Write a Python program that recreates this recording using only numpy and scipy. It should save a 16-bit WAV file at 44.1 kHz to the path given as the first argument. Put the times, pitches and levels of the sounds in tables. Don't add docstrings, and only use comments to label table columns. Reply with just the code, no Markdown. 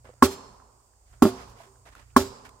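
import sys
import numpy as np
from scipy import signal
from scipy.fft import rfft, irfft, next_fast_len
from scipy.io import wavfile
from scipy.ndimage import map_coordinates

SR = 44100
rng = np.random.default_rng(int(sys.argv[2]) if len(sys.argv) > 2 else 0)


def waveform_to_disk(signal):
    frames = np.transpose(np.atleast_2d(signal))
    scaled = np.clip(frames, -1, 1) * 32767
    samples = np.round(scaled).astype(np.int16)
    wavfile.write(sys.argv[1], SR, samples)


def voltage_ratio(level):
    return 10 ** (np.asarray(level, float) / 20)


N = 114660

# start_s, level_db, spot (0 upper, 1 middle, 2 rebound; whole part counts), crack_db, blade_ring
BLOWS = [
    (0.2239, -1.5, 0, -18.5, 0),
    (1.2218, -2, 1.017, -23.5, 1),
    (1.2534, -11, 2, -56, 1),
    (2.1637, -2.5, 0.42, -20, 2),
]
SCENE_TILT_DB = -4.5


def unit(x):
    return x / np.sqrt(np.mean(x ** 2) + 1e-20)


def along(points, hz):
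    f, v = np.transpose(points)
    return np.interp(np.log(hz + 1), np.log(f + 1), v)


def filtered(x, response):
    m = next_fast_len(x.shape[-1] + 8192)
    spectrum = rfft(x, m) * response(np.fft.rfftfreq(m, 1 / SR))
    return irfft(spectrum, m)[..., :x.shape[-1]]


def noise(gain, size, channels=1):
    return unit(filtered(rng.standard_normal((channels, size)), gain))


def wobble(rate):
    knots = rng.standard_normal(int(N * rate / SR) + 4)
    return map_coordinates(knots, [np.arange(N) * rate / SR])


def add(out, s, x):
    i = round(s * SR)
    out[..., i:i + x.shape[-1]] += x[..., :out.shape[-1] - i]


def fade(t, t60, attack):
    return voltage_ratio(-60 * t / t60) * (1 - np.exp(-t / attack))


def placed(x):
    # frequency_hz, level_db
    tilt = [(60, -2), (380, -4), (1290, -1), (2380, -2), (8000, -15), (15000, -9.5)]
    # frequency_hz, phase_rad
    lead = [(300, 0), (1000, 1), (3270, -1.5), (4310, -4), (5340, 1), (8350, 4), (12900, -11.5),
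            (16000, 15)]
    side = np.array([[.5], [-.5]])
    return filtered(x, lambda hz: voltage_ratio(side * along(tilt, hz)) * np.exp(1j * side * along(lead, hz)))


def alike(pair):
    # frequency_hz, left_right_correlation
    likeness = [(60, 0.85), (300, 0.92), (640, 0.32), (1400, -0.11), (3770, -0.11)]

    def turn(hz):
        return np.arccos(np.clip(along(likeness, hz), -1, 1)) / 2

    mid, side = filtered(pair, lambda hz: np.array([np.cos(turn(hz)), np.sin(turn(hz))]))
    return np.array([mid + side, mid - side]) * voltage_ratio(SCENE_TILT_DB * np.array([[.5], [-.5]]))


def leaf_hiss():
    # frequency_hz, level_db
    air_tone = [(88, -46.5), (150, -18.5), (770, -11.5), (838, -13), (977, -13.5), (1770, -25),
                (4020, -29.5), (4850, -19.5), (5900, -21), (7000, -14), (9500, -14.5)]
    edge_hz, above_db = 8950, -29

    def tone(hz):
        return np.where(hz < edge_hz, voltage_ratio(along(air_tone, hz)), voltage_ratio(above_db)) * (hz > 100)

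    air = alike(noise(tone, N, channels=2))
    return voltage_ratio(-66 + 1.2 * wobble(6.3)) * air


def insects():
    # frequency_hz, level_db
    songs = [(4802, -83.5), (4974, -92), (6616, -90), (6848, -82)]
    t, out = np.arange(N) / SR, np.zeros((2, N))
    for hz, db in songs:
        phase = 2 * wobble(33) + rng.uniform(0, 2 * np.pi, (2, 1))
        out += voltage_ratio(db + 5 * wobble(6)) * np.sin(2 * np.pi * hz * t + phase)
    return out


def far_engines():
    # resonance_hz, width_hz, level_db
    engines = [(60, 5.5, -2.5), (90.2, 10, -8), (119.6, 4.7, -7), (41, 5.4, -7.5)]
    # time_s, level_db
    drone_level = [(0, -57), (.2, -60), (.5, -58.5), (.72, -61), (.85, -65.5), (1, -67.5), (1.12, -56),
                   (1.5, -54.5), (1.66, -63), (1.8, -57.5), (2.1, -58.5), (2.3, -50), (2.4, -58.5),
                   (2.6, -59.5)]

    def tone(f):
        return abs(sum(voltage_ratio(db) * (f * w / (c * c - f * f + 1j * f * w)) ** 2 for c, w, db in engines))

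    common, opposed = noise(tone, N, channels=2)
    level = voltage_ratio(np.interp(np.arange(N) / SR, *np.transpose(drone_level)))
    return level * (common * voltage_ratio([[-1.5], [1.5]]) + 0.16 * opposed * [[1], [-1]])


def ticks():
    # start_s, level_db, pitch_hz, t60_s, crack_db
    knocks = [(0.046, -45, 550, 0.021, -60), (.058, -46, 590, .02, -71), (.071, -47, 630, .025, -71),
              (0.092, -35, 504, 0.017, -60), (.1, -41, 500, 0.034, -66), (.139, -44.5, 590, 0.013, -56),
              (.544, -56, 1030, 0.021, -80), (0.553, -53, 1060, 0.016, -80), (.6, -42.5, 1310, 0.011, -68),
              (.613, -51, 1510, 0.0085, -70), (0.621, -46.5, 1000, 0.037, -75),
              (.936, -57, 1667, 0.0089, -75), (1.415, -56, 6000, .012, -62), (1.498, -47, 6300, .01, -49),
              (1.602, -45, 664, 0.09, -66), (1.604, -41, 910, 0.031, -75), (1.665, -54.5, 389, 0.39, -98),
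              (1.758, -52, 1500, 0.011, -77), (1.861, -43.5, 640, 0.013, -58),
              (1.872, -45, 900, 0.011, -61), (1.934, -52, 2000, 0.0095, -64),
              (1.952, -35, 1400, 0.011, -43.5), (2.104, -53, 2494, 0.008, -68),
              (2.462, -48, 706, .012, -60)]
    attack_s, crack_t60_s = .0003, .008
    out, t = np.zeros(N), np.arange(SR // 4) / SR
    for s, db, hz, t60, crack_db in knocks:
        crack = noise(lambda f: (f > 700) / (1 + (f / 8000) ** 2), len(t))[0]
        mode = voltage_ratio(db) * fade(t, t60, attack_s) * np.sin(2 * np.pi * hz * t)
        add(out, s, mode + voltage_ratio(crack_db) * fade(t, crack_t60_s, attack_s) * crack)
    return out * voltage_ratio(SCENE_TILT_DB * np.array([[.5], [-.5]]))


def scuffs():
    # start_s, length_s, level_db, brightness_db (per octave above 1 kHz), peak_exponent (low peaks early)
    strokes = [(0.043, .105, -53.5, -7.5, 0.46), (0.146, .07, -67, -8.5, .6), (1.054, 0.2, -67.5, -3, 0.54),
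               (1.125, .04, -59.5, -7.5, .6), (1.339, 0.13, -49.5, -5.5, 1.1),
               (1.43, 0.12, -61.5, -1.5, 1.1), (1.55, 0.16, -55, -4, .7), (1.852, .065, -51.5, -5, 0.62),
               (1.91, 0.043, -57, -4.5, 0.74), (1.945, 0.12, -54, -5, 0.57),
               (2.05, 0.14, -68.5, -2.5, 0.51), (2.44, 0.036, -46.5, -5, 1.3), (2.47, .03, -58, -5.5, 0.55),
               (2.489, 0.0088, -51, -1.5, 0.88)]
    # frequency_hz, level_db
    grit = [(120, -46), (200, -13.5), (880, -11), (1310, -8), (2300, -9), (3870, -12.5), (7000, -10.5),
            (15000, -16.5)]
    out = np.zeros((2, N))
    for s, length, db, bright_db, early in strokes:
        n = round(length * SR)
        big_grains = (rng.random(n) < .03) * rng.random(n)
        clumps = voltage_ratio(2 * wobble(220)[:n])
        grains = rng.standard_normal((2, n)) * (.5 + 2 * big_grains) * clumps
        tone = lambda hz: voltage_ratio(along(grit, hz) + bright_db * np.log2((hz + 1) / 1000).clip(0))
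        stroke = np.sin(np.pi * (np.arange(n) / n) ** early)
        add(out, s, voltage_ratio(db) * stroke * unit(alike(filtered(grains, tone))))
    return out


def swish():
    centre_hz, length_s, level_db = 1400, .05, -68
    out, n = np.zeros(N), round(length_s * SR)
    for s, _, spot, *_ in BLOWS:
        puff = noise(lambda f: 1 / (1 + ((f - centre_hz) / 200) ** 2), n)[0]
        add(out, s - length_s, (spot < 2) * voltage_ratio(level_db) * np.arange(n) / n * puff)
    return placed(out)


def trees_echo():
    # frequency_hz, t60_s
    decay = [(100, 0.67), (1000, 1.377), (2000, .9), (3500, .75), (5000, 0.98), (12000, 0.77)]
    # frequency_hz, level_db
    echo_tone = [(88, -30.5), (150, -4.5), (265, -3.5), (318, -19), (382, -2.5), (662, -12), (1030, -6.5),
                 (1880, -21), (5450, -19), (12000, -35.5), (15600, -69), (22000, -120)]
    hollow_hz, hollow_width_hz, hollow_gain = 1040, 33, 0.58

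    def tone(f):
        hollow = hollow_gain / (1 + ((f - hollow_hz) / hollow_width_hz) ** 2)
        return voltage_ratio(along(echo_tone, f)) * (1 + hollow)

    hz, u, z = signal.stft(alike(noise(tone, SR, channels=2)), SR, nperseg=256)
    z = z * voltage_ratio(-60 * u / along(decay, hz)[:, None])
    tail = signal.istft(z, SR, nperseg=256)[1][:, :SR]
    return voltage_ratio(-37.5) * tail * (1 - np.exp(-np.arange(SR) / SR / 0.027))


def frame_shake(t):
    # frequency_hz, level_db
    shake_tone = [(35, -45.5), (60, -2.5), (146, -28), (237, -7), (319, -19.5), (396, -2.5), (501, -18),
                  (1080, -16.5), (2500, -44), (3250, -71), (5500, -120)]
    return voltage_ratio(-14.5) * fade(t, 0.2, 0.00093) * noise(lambda hz: voltage_ratio(along(shake_tone, hz)), SR)[0]


def crack_and_rattle(t, crack_db):
    # frequency_hz, level_db
    spray = [(880, -35), (1500, -8), (2490, -10), (3380, -7), (6120, -9), (7610, -10.5), (16000, -7)]
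    dull_hz = 9500
    hiss = noise(lambda hz: voltage_ratio(along(spray, hz)), SR, channels=3)
    crack = voltage_ratio(crack_db) * fade(t, .06, 0.0036) * hiss[0]
    spread = hiss[1:] + placed(hiss[0, ::-1])
    dulled = filtered(spread, lambda f: 1 / (1 + (f / dull_hz) ** 2))
    rattle = voltage_ratio(crack_db - 3.5 + 2 * wobble(40)[:SR]) * fade(t, 0.25, 0.00075) * dulled
    return crack, rattle


def blade_ring(t, ring):
    blade_hz = [3278, 3908, 4292, 4312, 4780, 4826, 5324, 5370, 5825, 5930, 6320, 6815, 7074, 7220, 7352,
                7570, 7750, 7865]
    # t60_s, level_db in ring 0, level_db in ring 1, level_db in ring 2
    blade_modes = [(0.27, -39.5, -50, -68.5), (.36, -57, -56.5, -44), (.56, -43, -58, -53.5),
                   (0.3, -47, -60.5, -43.5), (0.4, -60, -44, -63), (0.55, -50.5, -56, -44.5),
                   (0.64, -47.5, -60, -50.5), (0.41, -47.5, -60, -41.5), (0.21, -45.5, -51.5, -39),
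                   (.35, -52.5, -59.5, -43), (0.38, -44, -56, -48.5), (0.27, -57.5, -57.5, -44),
                   (0.27, -58, -59, -41.5), (0.55, -49.5, -52, -52.5), (0.54, -46, -53.5, -45),
                   (0.22, -51.5, -43, -54.5), (.35, -51, -53, -42.5), (0.14, -30.5, -59, -38)]
    drift_rad = .028
    out = np.zeros((2, SR))
    for hz, (t60, *levels) in zip(blade_hz, blade_modes):
        start = rng.uniform(0, 2 * np.pi) + rng.normal(0, 0.6, (2, 1))
        turn = start + drift_rad * np.cumsum(rng.standard_normal(SR))
        level = voltage_ratio(levels[ring] + 2 + 2.5 * wobble(38)[:SR])
        out += level * fade(t, t60, 0.0018) * np.sin(2 * np.pi * hz * t + turn)
    return out


def tread_slap(t, spot):
    slap_hz, hold_s, slap_db = [1060.4, 1000, 1000], [0.0069, 0.001, .001], [-1.5, -6.5, -29]
    released = np.maximum(t - hold_s[spot], 0)
    held = voltage_ratio(slap_db[spot] - 60 * released / 0.0072) * (1 - np.exp(-t / 0.0005))
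    return held * np.sin(2 * np.pi * slap_hz[spot] * t)


def carcass_boom(t, spot):
    # pitch_hz, level_db, t60_s
    upper = [(86.1, -14.5, 0.19), (212, -13.5, 0.03), (253.3, -3, 0.072), (268.7, -25.5, 0.29),
             (390.3, -10, 0.26), (453, -10, 0.06), (567.7, -16, 0.088), (744, -9.5, 0.038),
             (878, -2.5, 0.016), (1216, -14, 0.01), (1307, -16, 0.12), (1416, -13.5, 0.038),
             (1626, -10.5, 0.023)]
    # pitch_hz, level_db, t60_s
    middle = [(75.4, -10, 0.12), (249.5, 3.5, 0.051), (290.9, 4.5, 0.043), (389.8, -5.5, 0.17),
              (549, -8, 0.041), (722, -3, 0.026), (857, -25, 0.064), (1125, -1.5, 0.019),
              (1332, -14, 0.072)]
    # pitch_hz, level_db, t60_s
    rebound = [(111, -17.5, 0.37), (218, 3, 0.085), (258, -16.5, 0.32), (316, 5, 0.04), (379, -3.5, 0.21),
               (602, -5.5, 0.061), (700, -20.5, 0.44), (1210, -6, 0.026)]
    bloom = [0.31, 0.86, 0.13]
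    out = np.zeros(SR)
    for hz, db, t60 in (upper, middle, rebound)[spot]:
        out += voltage_ratio(db) * fade(t, t60, bloom[spot] / hz) * np.sin(2 * np.pi * hz * t)
    return out


def ground_and_port(hz):
    delay_s, gain, low_hz = .0035, 0.38, 63
    ground = (1 + gain * np.exp(-2j * np.pi * hz * delay_s)) / (1 + gain / 2)
    return (hz / (hz - 1j * low_hz)) ** 2 * ground


def sword():
    first_move = [-1, -1, 1]
    trees_delay_s = .03
    near, wide, t = np.zeros(N), np.zeros((2, N)), np.arange(SR) / SR
    for s, db, spot, crack_db, ring in BLOWS:
        spot, ring = int(spot), int(ring)
        body = carcass_boom(t, spot) - tread_slap(t, spot) + frame_shake(t)
        crack, rattle = crack_and_rattle(t, crack_db)
        add(near, s, first_move[spot] * voltage_ratio(db) * body + crack)
        add(wide, s, rattle)
        if spot < 2:
            add(wide, s, blade_ring(t, ring))
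        add(wide, s + trees_delay_s, voltage_ratio(db) * trees_echo())
    return filtered(placed(near), ground_and_port) + wide


def scene():
    woodland = leaf_hiss() + insects() + far_engines()
    return woodland + ticks() + scuffs() + swish() + sword()


def top_cut(x):
    return signal.sosfilt(signal.butter(12, 16490, fs=SR, output="sos"), x)


def record(dry):
    clip_top, top_hz = 1.25, 16000
    clipped = dry / (1 + abs(dry / clip_top) ** 6) ** (1 / 6)
    mix = filtered(clipped, lambda hz: 1 / (1 + (hz / top_hz) ** 40))
    return top_cut(mix)


dry = scene()
out = record(dry)
waveform_to_disk(out)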